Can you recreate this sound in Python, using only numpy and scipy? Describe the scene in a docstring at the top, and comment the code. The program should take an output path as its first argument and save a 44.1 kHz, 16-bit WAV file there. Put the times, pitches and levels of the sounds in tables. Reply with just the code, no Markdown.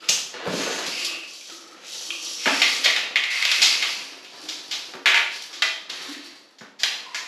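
"""Tape measure in a bathroom

A steel tape is pulled out along the wall of a small, hard-walled bathroom, heard in nearly mono on a
camera microphone near the case. Case and hand rub, hum and bump on the plaster. The blade slips
through the mouth of the case, hissing and squealing, then buckles, slaps the wall and rings; its hook
clanks in the corner. The close walls answer with a short, dense echo over faint room tone."""
import sys
import numpy as np
from scipy import signal
from scipy.io import wavfile
from scipy.ndimage import uniform_filter1d, minimum_filter1d

SR = 44100
rng = np.random.default_rng(int(sys.argv[2]) if len(sys.argv) > 2 else 0)


def inscribe(sig):
    """Save sig as 16-bit PCM at rate SR to the path in sys.argv[1].

    A 1-D sig is mono; a 2-D sig holds one channel per row.
    Samples are clipped to [-1, 1] before scaling.
    """
    pcm = np.round(np.clip(np.atleast_2d(sig).T, -1, 1) * 32767)
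    wavfile.write(sys.argv[1], SR, pcm.astype(np.int16))


N = 320671
TIME = np.arange(N) / SR
HZ = np.fft.rfftfreq(4096, 1 / SR)

# Levels in the tables are relative; the points of a spectrum are joined on a log-frequency axis.
# room tone: (frequency [Hz], level [dB])
ROOM_TONE = [(100, -36.5), (180, 1), (600, 3.5), (1300, -3), (4500, -22), (14000, -32)]
# decay of the bathroom: (frequency [Hz], time to fall 60 dB [s])
ROOM_T60 = [(100, 0.19), (300, 0.93), (1400, 0.52), (3700, 0.58), (10000, 0.51)]
# standing waves between the walls: (frequency [Hz])
STANDING_HZ = [193.8, 269.2, 484.5, 732.1, 1157, 1437, 2584]
# overall tone colour, with the top treble cut off steeply: (frequency [Hz], gain [dB])
TONE_COLOUR = [(30, 0), (80, -2.5), (7000, -1), (8600, -6.5), (10000, -6), (12000, -4), (13500, -14.5),
               (15000, -42)]
# how alike the echo is left and right, nearly mono below the top treble:
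# (frequency [Hz], correlation [0-1])
STEREO_LIKENESS = [(100, .997), (1200, .9998), (2500, .99997), (7000, .999), (11000, .95), (12200, .2)]
# the top treble of the echo is a little louder on the right: (frequency [Hz], gain [dB])
RIGHT_LIFT = [(11000, 0), (12500, 2.3)]

# low drones of sticking friction: (time [s], length [s], pitch [Hz], level [dB])
DRONES = [(4.387, 0.063, 295.5, -46), (6.081, 0.029, 276, -40), (6.179, 0.035, 319.5, -47)]
# the dragged case hums and rings: (time [s], length [s], hum [dB], ring [dB], ring pitch [Hz])
HUMS = [(0.0, 0.074, -55, -47.5, 1310), (0.97, 0.18, -48, -49.5, 1170), (1.493, 0.24, -53, -51.5, 1280),
        (2.039, 0.48, -54, -58.5, 1200), (5.487, 0.2, -56.5, -50.5, 1240), (7.04, 0.13, -61, -44, 1006)]
# strokes of case and hand along the wall: (time [s], length [s], level [dB])
STROKES = [(0.0, 0.072, -41), (0.32, 0.37, -35.5), (0.575, 0.12, -31), (1.457, 1, -48.5),
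           (2.454, 0.59, -40), (3.555, 0.48, -41), (4.3, 0.6, -44.5), (5.29, 0.45, -49.5),
           (5.87, 0.21, -42.5), (6.802, 0.13, -43)]
STROKE_ATTACK_S = 0.033
# friction on plaster: (frequency [Hz], level [dB])
RUB_SPECTRUM = [(30, -43), (70, -28), (130, -13), (200, -6.5), (310, 1.5), (900, -0.5), (1300, 1),
                (4000, -5), (12000, -38)]
# dull bumps of hand and case: (time [s], level [dB], build-up [s], decay [s], boom pitch [Hz])
BUMPS = [(0.089, -44.5, 0.0042, 0.013, 164), (0.424, -30, 0.041, 0.015, 400),
         (0.467, -28.5, 0.0062, 0.026, 158), (0.532, -28, 0.0069, 0.01, 268),
         (0.645, -29, 0.031, 0.032, 415), (0.869, -39.5, 0.013, 0.011, 286),
         (2.46, -27.5, 0.0079, 0.016, 290), (2.848, -33.5, 0.0097, 0.0071, 616),
         (4.936, -36, 0.019, 0.004, 330), (6.611, -43.5, 0.0032, 0.0099, 251)]
# the wall under a soft blow: (frequency [Hz], level [dB])
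BUMP_SPECTRUM = [(60, -1.5), (600, 2.5), (1200, -3), (2000, -8), (8000, -26)]

# the blade edge squeals in the case:
# (time [s], length [s], pitch [Hz], glide [Hz/s], width [Hz], level [dB])
SQUEALS = [(.57, 0.11, 6170, 500, 240, -42), (0.898, 0.23, 2530, 600, 720, -32),
           (1.181, 0.033, 2630, 0.5, 396, -34), (3.19, 0.093, 2120, 304, 420, -27),
           (3.415, 0.1, 2510, -2, 520, -23)]
# pulls on the blade: (time [s], run-up [s], length [s], hiss [dB], singing [dB], rasp pitch [Hz])
PULLS = [(0.0, 0.00078, 0.09, -50, -41.5, 5100), (0.441, 0.18, 0.33, -29.5, -35, 6460),
         (0.77, 0.097, 0.29, -30.5, -35.5, 4700), (1.249, 0.058, 0.32, -39.5, -67, 5970),
         (1.76, 0.13, 0.14, -41, -43.5, 6300), (1.84, 0.15, 0.24, -31.5, -63, 5950),
         (2.082, 0.22, 0.49, -29.5, -51, 5660), (2.336, 0.21, 0.4, -26, -29, 4800),
         (3.293, 0.022, 0.4, -30, -26, 4580), (3.631, 0.083, 0.28, -29.5, -31.5, 4770),
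         (4.26, 0.13, 0.63, -44, -63, 4800), (5.283, 0.091, 0.035, -30.5, -39, 4620),
         (5.885, 0.1, 0.23, -36.5, -41, 3730), (6.153, 0.13, 0.055, -41.5, -43, 4900),
         (6.85, .06, 0.49, -52, -46, 4670)]
PULL_STOP_DB_PER_S = 65  # the blade coasts to rest
# the blade sliding through the mouth of the case: (frequency [Hz], level [dB])
HISS_SPECTRUM = [(200, -57), (1500, -44), (2800, -3), (4500, 2.5), (6000, -2.5), (7300, -6), (8500, -7),
                 (11000, -8.5), (16000, -26)]
# lower edge of the free blade's ring, shifting as it lengthens and buckles: (time [s], frequency [Hz])
BLADE_EDGE = [(0, 2440), (1, 1970), (2.1, 2400), (2.7, 1750), (3.3, 1760), (3.5, 1880), (4.85, 2230),
              (5.05, 1380), (6.8, 1600)]
# resonances of the blade: (frequency [Hz], width [Hz], level [dB])
BLADE_MODES = [(1180, 90, 24), (1700, 31, 11.5), (2013, 360, 7), (2420, 460, 3), (2710, 110, -1.5),
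               (3200, 170, 3.5)]
# the long blade folds over: (time [s], level [dB])
KINKS = [(5.058, -21), (5.144, -24)]
# standing waves of the bathroom set ringing by the folds: (frequency [Hz], level [dB])
KINK_WAVES = [(925, -5), (1705, 0.5), (2045, 1), (2200, -6), (2270, 3.5), (2390, 2), (2750, -11),
              (3100, -12)]
# the hook strikes the corner of the wall: (time [s], level [dB], chatter decay [s])
HOOK_HITS = [(5.6219, -19, 0.0042), (7.146, -40.5, 0.02)]
# resonances of the hook and the blade tip: (frequency [Hz], width [Hz], level [dB])
HOOK_MODES = [(650, 50, -14.5), (1220, 130, -8), (1440, 150, -8), (1790, 130, -5.5), (2000, 160, 2),
              (2440, 110, -1), (2690, 140, -6.5), (3170, 200, -1.5), (3730, 340, -6.5), (4800, 920, -16)]

# the case knocks on the plaster: (time [s], level [dB], chatter decay [s])
KNOCKS = [(2.458, -25, 0.0062), (2.475, -23, 0.012), (4.937, -41, 0.005), (6.609, -45.5, 0.021)]
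# the blade catches in the case: (time [s], level [dB], tick centre [Hz], build-up [s], chatter decay [s])
CLICKS = [(0.0853, -18.5, 6000, 0.0042, 0.013), (2.832, -19, 4020, 0.02, 0.0068),
          (3.238, -30.5, 3380, 0.00027, 0.0046), (3.452, -23, 3750, 0.0003, 0.0036),
          (3.515, -21.5, 3740, 0.0005, 0.0077), (3.616, -14, 4620, 0.0022, 0.025),
          (3.727, -32, 3830, 0.00033, 0.0022), (4.247, -44, 3520, 0.0002, 0.015),
          (4.484, -30.5, 4570, 0.0032, 0.022), (4.709, -27, 4150, 0.0045, 0.028),
          (5.526, -36, 4370, 0.0037, 0.044), (5.893, -33, 3900, 0.0047, 0.0095),
          (6.584, -50, 4960, 0.0021, 0.012), (6.787, -34.5, 4800, 0.012, 0.028),
          (6.8336, -20, 3660, 0.00034, 0.007)]
# the blade buckles and slaps the wall:
# (time [s], ring [dB], contact [dB], tick centre [Hz], chatter decay [s])
SLAPS = [(0.089, -24, -51, 3820, 0.0046), (1.411, -49, -64, 3360, 0.0021), (1.499, -58, -46, 4430, .005),
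         (2.105, -31.5, -62, 3000, 0.001), (2.123, -39, -58, 2920, 0.0055), (2.457, -25, -44, 3200, 0.032),
         (2.618, -17, -21, 3960, 0.0063), (2.858, -18.5, -25, 3800, 0.02), (2.963, -25, -26.5, 3730, 0.014),
         (3.158, -19.5, -26.5, 3430, 0.012), (3.426, -30, -32.5, 3800, 0.0018),
         (3.825, -26.5, -25.5, 3600, 0.008), (5.058, -21, -16, 2900, 0.027),
         (5.144, -20.5, -21, 3050, 0.023), (5.6213, -31, -23.5, 3980, 0.0094),
         (7.146, -30.5, -32, 5160, 0.021)]
SNAP_S = 0.0003  # rise of a sharp blow
# plaster under a hard blow: (frequency [Hz], level [dB])
KNOCK_SPECTRUM = [(60, -57), (350, -2), (520, -3), (670, 5.5), (790, 2), (925, 9.5), (1050, -4),
                  (1190, 8.5), (1800, 8), (3000, -3.5), (8000, -41)]
# a tick centred on 4000 Hz: (frequency [Hz], level [dB])
TICK_SPECTRUM = [(300, -38.5), (1900, -7), (3200, 1.5), (4300, 1), (5500, -4.5), (7500, -13),
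                 (16000, -25.5)]


def amp(db):
    """Decibels to gain."""
    return 10 ** (np.asarray(db) / 20)


def unit(x):
    """Scales to rms 1."""
    return x / np.sqrt(np.mean(x ** 2) + 1e-20)


def at_hz(table, hz):
    """A frequency table read on a log axis."""
    table_hz, value = np.transpose(table)
    return np.interp(np.log(hz + 1), np.log(table_hz), value)


def add(mix, start_s, sound):
    """Mixes a sound in at start_s."""
    part = mix[max(round(start_s * SR), 0):][:len(sound)]
    part += sound[:len(part)]


def hump(hz, width):
    """Gain over HZ of one steep-sided resonance."""
    return 1 / (1 + (2 * (HZ - hz) / width) ** 2)


def impulse_response(gain):
    """The minimum-phase ring of a body with this gain over HZ."""
    log_gain = np.log(np.maximum(gain, gain.max() * 1e-5))
    mirrored = np.concatenate([log_gain, log_gain[-2:0:-1]])
    return np.fft.ifft(np.exp(np.conj(signal.hilbert(mirrored)))).real


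def colour(x, gain):
    """Passes x through a body with this gain over HZ."""
    return signal.oaconvolve(x, impulse_response(gain))[:len(x)]


def resonate(x, hz, width):
    """A resonance that follows the pitch curve hz."""
    turn = np.exp(2j * np.pi * np.cumsum(hz) / SR)
    pole = np.exp(-np.pi * width / SR)
    return 2 * (turn * signal.lfilter([1 - pole], [1, -pole], x / turn)).real


def friction(per_s, spread_db):
    """A train of tiny slips of random size and sign."""
    size = amp(spread_db * np.minimum(rng.exponential(1, N), 4))
    return unit(size * rng.standard_normal(N) * (rng.random(N) < per_s / SR))


def chatter(rise_s, fall_s, per_s=2600, snap=5, snap_s=0.0016):
    """A blow as a burst of contacts of energy 1: it builds up, or starts with one snap, and dies away."""
    t = np.arange(SR // 7) / SR
    rise_s, fall_s = np.clip(rise_s, 1e-4, .05), np.clip(fall_s, 5e-4, .03)
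    contacts = rng.standard_normal(len(t)) * (rng.random(len(t)) < per_s / SR)
    contacts[int(rise_s * SR)] = snap / (1 + rise_s / snap_s)  # a quicker blow snaps harder
    contacts *= np.minimum(t / rise_s, 1) * np.exp(-np.maximum(t - rise_s, 0) / fall_s)
    return contacts / np.linalg.norm(contacts)


def gesture(start_s, attack_s, length_s, stop_db_per_s):
    """Gain of one arm movement: it gathers speed, holds, and dies away."""
    t = TIME - start_s
    run_up = np.sin(np.pi / 2 * np.clip(t / attack_s, 0, 1)) ** 2
    return run_up * amp(-stop_db_per_s * np.maximum(t - length_s, 0))


def room_tone(level_db=-60, apart_db=-16):
    """Faint steady air in the bathroom, a little different left and right."""
    shared, left, right = (unit(colour(noise, amp(at_hz(ROOM_TONE, HZ))))
                           for noise in rng.standard_normal((3, N)))
    return amp(level_db) * (shared + amp(apart_db) * np.array([left, right]))


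def room_response(early_db=2, early_s=0.0023):
    """Echo from one spot: close walls, then a dense tail, nearly mono below the top treble."""
    t = np.arange(SR * 3 // 4) / SR
    echoes = rng.choice([-1., 1.], (2, len(t))) * (rng.random((2, len(t))) < .2)
    echoes *= 1 + amp(early_db) * np.exp(-t / early_s)
    hz, age_s, bands = signal.stft(echoes, SR, nperseg=256)
    likeness = np.clip(at_hz(STEREO_LIKENESS, hz), 0, 1)[:, None]
    bands[1] = likeness * bands[0] + np.sqrt(1 - likeness ** 2) * bands[1]
    bands[1] *= amp(at_hz(RIGHT_LIFT, hz))[:, None]
    decay = amp(-60 * age_s / at_hz(ROOM_T60, hz)[:, None])
    tail = signal.istft(bands * decay, SR, nperseg=256)[1]
    return tail / np.linalg.norm(tail[0])


def echo(x):
    """The room's answer at the microphone to a sound from one random spot."""
    return signal.oaconvolve(x[None], room_response(), axes=1)[:, :N]


def room(x, spots=4):
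    """The echo pattern changes gradually as the tape travels along the wall."""
    place = TIME / TIME[-1] * (spots - 1)
    return sum(echo(x * np.cos(np.pi / 2 * np.clip(place - k, -1, 1))) for k in range(spots))


def standing_waves(x, waves_db=-5, width_hz=14, level_db=-0.17):
    """The small room favours a few narrow pitches."""
    waves = sum(signal.lfilter(*signal.iirpeak(hz, hz / width_hz, fs=SR), x) for hz in STANDING_HZ)
    return amp(level_db) * (x + amp(waves_db) * waves)


def friction_drones(glide=0.122, attack_s=0.013, tail_s=0.12, stutter=0.78):
    """Short soft tones of sticking friction that stutter, rise a little and die away."""
    out, t = np.zeros(N), np.arange(SR // 2) / SR
    for start, length, hz, db in DRONES:
        pitch = hz * (1 + glide * (np.minimum(t / length, 1) - .5))
        envelope = np.minimum(t / attack_s, 1) * np.exp(-np.maximum(t - length, 0) / tail_s)
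        wobble = uniform_filter1d(uniform_filter1d(rng.standard_normal(len(t)), size=400), size=300)
        grip = 1 + stutter * unit(wobble)
        add(out, start, amp(db) * envelope * grip * np.sin(2 * np.pi * np.cumsum(pitch) / SR))
    return out


def case_hum(shell_hz=334.4, shell_width_hz=41, ring_width_hz=134):
    """Light friction keeps the hollow shell of the dragged case humming and faintly ringing."""
    slips, out = friction(per_s=900, spread_db=1.5), np.zeros(N)
    shell = unit(colour(slips, hump(shell_hz, shell_width_hz)))
    for start, length, hum_db, ring_db, ring_hz in HUMS:
        ring = unit(colour(slips, hump(ring_hz, ring_width_hz)))
        drag = gesture(start, STROKE_ATTACK_S, length, PULL_STOP_DB_PER_S)
        out += (amp(hum_db) * shell + amp(ring_db) * ring) * drag
    return out


def wall_rub():
    """Dull, lumpy friction of case and hand on plaster, heard through the room."""
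    lumps = colour(friction(per_s=700, spread_db=4), amp(at_hz(RUB_SPECTRUM, HZ)))
    strokes = [amp(db) * gesture(start, STROKE_ATTACK_S, length, stop_db_per_s=36.5)
               for start, length, db in STROKES]
    return unit(room(lumps)) * np.linalg.norm(strokes, axis=0)


def wall_bumps(level_db=33, direct_db=-5, boom_db=6, width_ratio=0.39, low_cut_ratio=0.64):
    """Soft blows on the hollow wall; each spot booms at its own pitch."""
    out = np.zeros(N)
    for start, db, rise_s, fall_s, hz in BUMPS:
        wall = amp(at_hz(BUMP_SPECTRUM, HZ)) / np.hypot(1, (low_cut_ratio * hz / (HZ + 1)) ** 4)
        wall *= 1 + amp(boom_db) * hump(hz, width_ratio * hz)
        add(out, start, amp(db + level_db) * colour(chatter(rise_s, fall_s), unit(wall)))
    return room(out, spots=2) + amp(direct_db) * out


def blade_squeals():
    """Quick slips of the blade edge drive one resonance, which glides as the blade runs out."""
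    slips, out = friction(per_s=2200, spread_db=0), np.zeros(N)
    for start, length, hz, glide, width, db in SQUEALS:
        pitch = hz + glide * np.clip(TIME - start, 0, length)
        tone = unit(resonate(resonate(slips, pitch, width), pitch, width))
        out += amp(db) * tone * gesture(start, attack_s=0.016, length_s=length, stop_db_per_s=400)
    return room(out, spots=2)


def blade_gain(time_s, db_per_octave, corner_hz, bed_db, skirt_db):
    """The steel at one moment: a steep lower edge, resonances on a dense bed of modes, falling treble."""
    peak_power = sum(amp(db) ** 2 * hump(hz, width) for hz, width, db in BLADE_MODES)
    edge_hz = np.interp(time_s, *np.transpose(BLADE_EDGE))
    octaves = np.log2((HZ + 1) / edge_hz)
    skirt = amp(skirt_db + 10 * np.minimum(octaves, 0))
    edge = np.maximum(1 / (1 + np.exp(-np.clip(octaves * 18, -50, 50))), skirt)
    slope = amp(-db_per_octave * np.maximum(np.log2((HZ + 1) / corner_hz), 0))
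    return unit(np.sqrt(peak_power + amp(bed_db) ** 2) * edge * slope)


def pulling():
    """Hiss gain, singing gain and rasp pitch over time; the strongest pull weighs most in the pitch."""
    _, _, _, hiss_db, sing_db, rasp_hz = np.transpose(PULLS)
    pulls = [gesture(start, run_up, length, PULL_STOP_DB_PER_S) for start, run_up, length, *_ in PULLS]
    power = np.array(pulls) ** 2 + 1e-12
    hiss, sing = amp(hiss_db) ** 2, amp(sing_db) ** 2
    return np.sqrt(hiss @ power), np.sqrt(sing @ power), (rasp_hz * hiss) @ power / (hiss @ power)


def blade_slide(rasp_db=-2, rasp_width_hz=800, surge_db=1.9, stages=10):
    """Fine slips at the mouth of the case hiss; coarser ones set the lengthening blade singing."""
    hiss_gain, sing_gain, rasp_hz = pulling()
    mouth = amp(at_hz(HISS_SPECTRUM, HZ))
    fine = colour(friction(per_s=2300, spread_db=6), mouth)
    rasp = resonate(colour(friction(per_s=3200, spread_db=-5.5), mouth), rasp_hz, rasp_width_hz)
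    uneven_grip = amp(surge_db * unit(uniform_filter1d(rng.standard_normal(N), size=600)))
    hiss = room(uneven_grip * (unit(fine) + amp(rasp_db) * unit(rasp)))
    coarse = friction(per_s=1200, spread_db=4)
    stage = TIME / TIME[-1] * (stages - 1)  # each length of blade fades into the next
    singing = np.zeros(N)
    for k, time_s in enumerate(np.linspace(0, TIME[-1], stages)):
        steel = blade_gain(time_s, db_per_octave=12.5, corner_hz=2540, bed_db=39, skirt_db=-6.5)
        singing += colour(coarse * np.maximum(1 - abs(stage - k), 0), steel)
    return unit(hiss) * hiss_gain + unit(room(singing)) * sing_gain


def blade_kinks(level_db=35, t60_s=0.55, swell_s=0.0078):
    """Each fold of the blade sets a cluster of the room's standing waves ringing."""
    t, out = np.arange(SR) / SR, np.zeros(N)
    for start, db in KINKS:
        ring = sum(amp(mode_db) * np.sin(2 * np.pi * (hz * t + rng.random()))
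                   for hz, mode_db in KINK_WAVES)
        ring *= np.minimum(t / swell_s, 1) * amp(-60 * t / t60_s)
        add(out, start, amp(db + level_db) * ring / np.linalg.norm(ring))
    return out


def hook_clanks(level_db=35, direct_db=-7, ring_db=-6, t60_s=0.37, swell_s=0.0035):
    """The steel hook clanks in the corner, and its modes ring on."""
    t = np.arange(SR * 3 // 4) / SR
    body = unit(np.linalg.norm([amp(db) * hump(hz, width) for hz, width, db in HOOK_MODES], axis=0))
    ring = sum(amp(db - 60 * t / t60_s) * np.sin(2 * np.pi * hz * t) for hz, _, db in HOOK_MODES)
    ring *= np.sin(np.pi / 2 * np.minimum(t / swell_s, 1)) ** 2
    clanks, rings = np.zeros((2, N))
    for start, db, fall_s in HOOK_HITS:
        add(clanks, start, amp(db) * colour(chatter(SNAP_S, fall_s), body))
        add(rings, start, amp(db) * ring / np.linalg.norm(ring))
    return amp(level_db) * (room(clanks, spots=2) + amp(direct_db) * clanks + amp(ring_db) * rings)


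def blows():
    """Slaps, clicks and knocks each have their own balance of steel ring, plaster knock and tick."""
    # (time [s], ring [dB], knock [dB], tick [dB], tick centre [Hz], build-up [s], chatter decay [s])
    slaps = [(start, ring, db - 8.5, db, hz, SNAP_S, fall) for start, ring, db, hz, fall in SLAPS]
    clicks = [(start, db - 11, db - 18, db, hz, rise, fall) for start, db, hz, rise, fall in CLICKS]
    knocks = [(start, db - 28, db, db - 7, 3600, SNAP_S, fall) for start, db, fall in KNOCKS]
    return slaps + clicks + knocks


def tape_clacks(level_db=35, direct_db=-1, direct_db_per_decade=8, spots=4):
    """Chatter of blade and case rings the steel, knocks the plaster and ticks at the rim."""
    at_spots, direct = np.zeros((spots, N)), np.zeros(N)
    for start, ring_db, knock_db, tick_db, tick_hz, rise_s, fall_s in blows():
        steel = blade_gain(start, db_per_octave=25.5, corner_hz=.98 * tick_hz, bed_db=-3.5, skirt_db=-22)
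        plaster = unit(amp(at_hz(KNOCK_SPECTRUM, HZ)))
        rim = unit(amp(at_hz(TICK_SPECTRUM, HZ * 4000 / tick_hz)))
        parts = [amp(ring_db) * steel, amp(knock_db) * plaster, amp(tick_db) * rim]
        body = impulse_response(amp(level_db) * np.linalg.norm(parts, axis=0))
        contacts = chatter(rise_s, fall_s)
        # contacts land on different spots along the blade, each with its own echoes
        landed = contacts * (rng.integers(0, spots, len(contacts)) == np.arange(spots)[:, None])
        struck = signal.fftconvolve(landed, body[None], axes=1)
        for spot, blow in zip(at_spots, struck):
            add(spot, start, blow)
        # short snaps come from the case near the microphone, long rattles from the far blade
        nearness = amp(direct_db - direct_db_per_decade * np.log10(max(fall_s * 1000, 1)))
        add(direct, start, nearness * struck.sum(0))
    return direct + sum(echo(spot) for spot in at_spots)


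def scene():
    """The tape and the bathroom as they arrive at the microphone."""
    tape = tape_clacks() + wall_bumps() + blade_slide() + blade_squeals()
    background = wall_rub() + case_hum() + friction_drones() + room_tone()
    return standing_waves(tape + background) + hook_clanks() + blade_kinks()


def record(dry, notch_hz=9050, notch_width_hz=600, ceiling=0.93, limiter_samples=60, cut_hz=15800):
    """The microphone ports notch the treble; a quick limiter holds the peaks; the top is cut off."""
    notch = abs(HZ - notch_hz) / np.hypot(HZ - notch_hz, notch_width_hz / 2) + .04
    heard = np.array([colour(side, notch * amp(at_hz(TONE_COLOUR, HZ))) for side in dry])
    allowed_gain = 1 / np.maximum(abs(heard).max(0) / ceiling, 1)
    limited = heard * uniform_filter1d(minimum_filter1d(allowed_gain, limiter_samples), limiter_samples)
    low_pass = signal.firwin(511, cut_hz, window=("kaiser", 9), fs=SR)
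    return signal.oaconvolve(limited, low_pass[None], "same")


dry = scene()
out = record(dry)
inscribe(out)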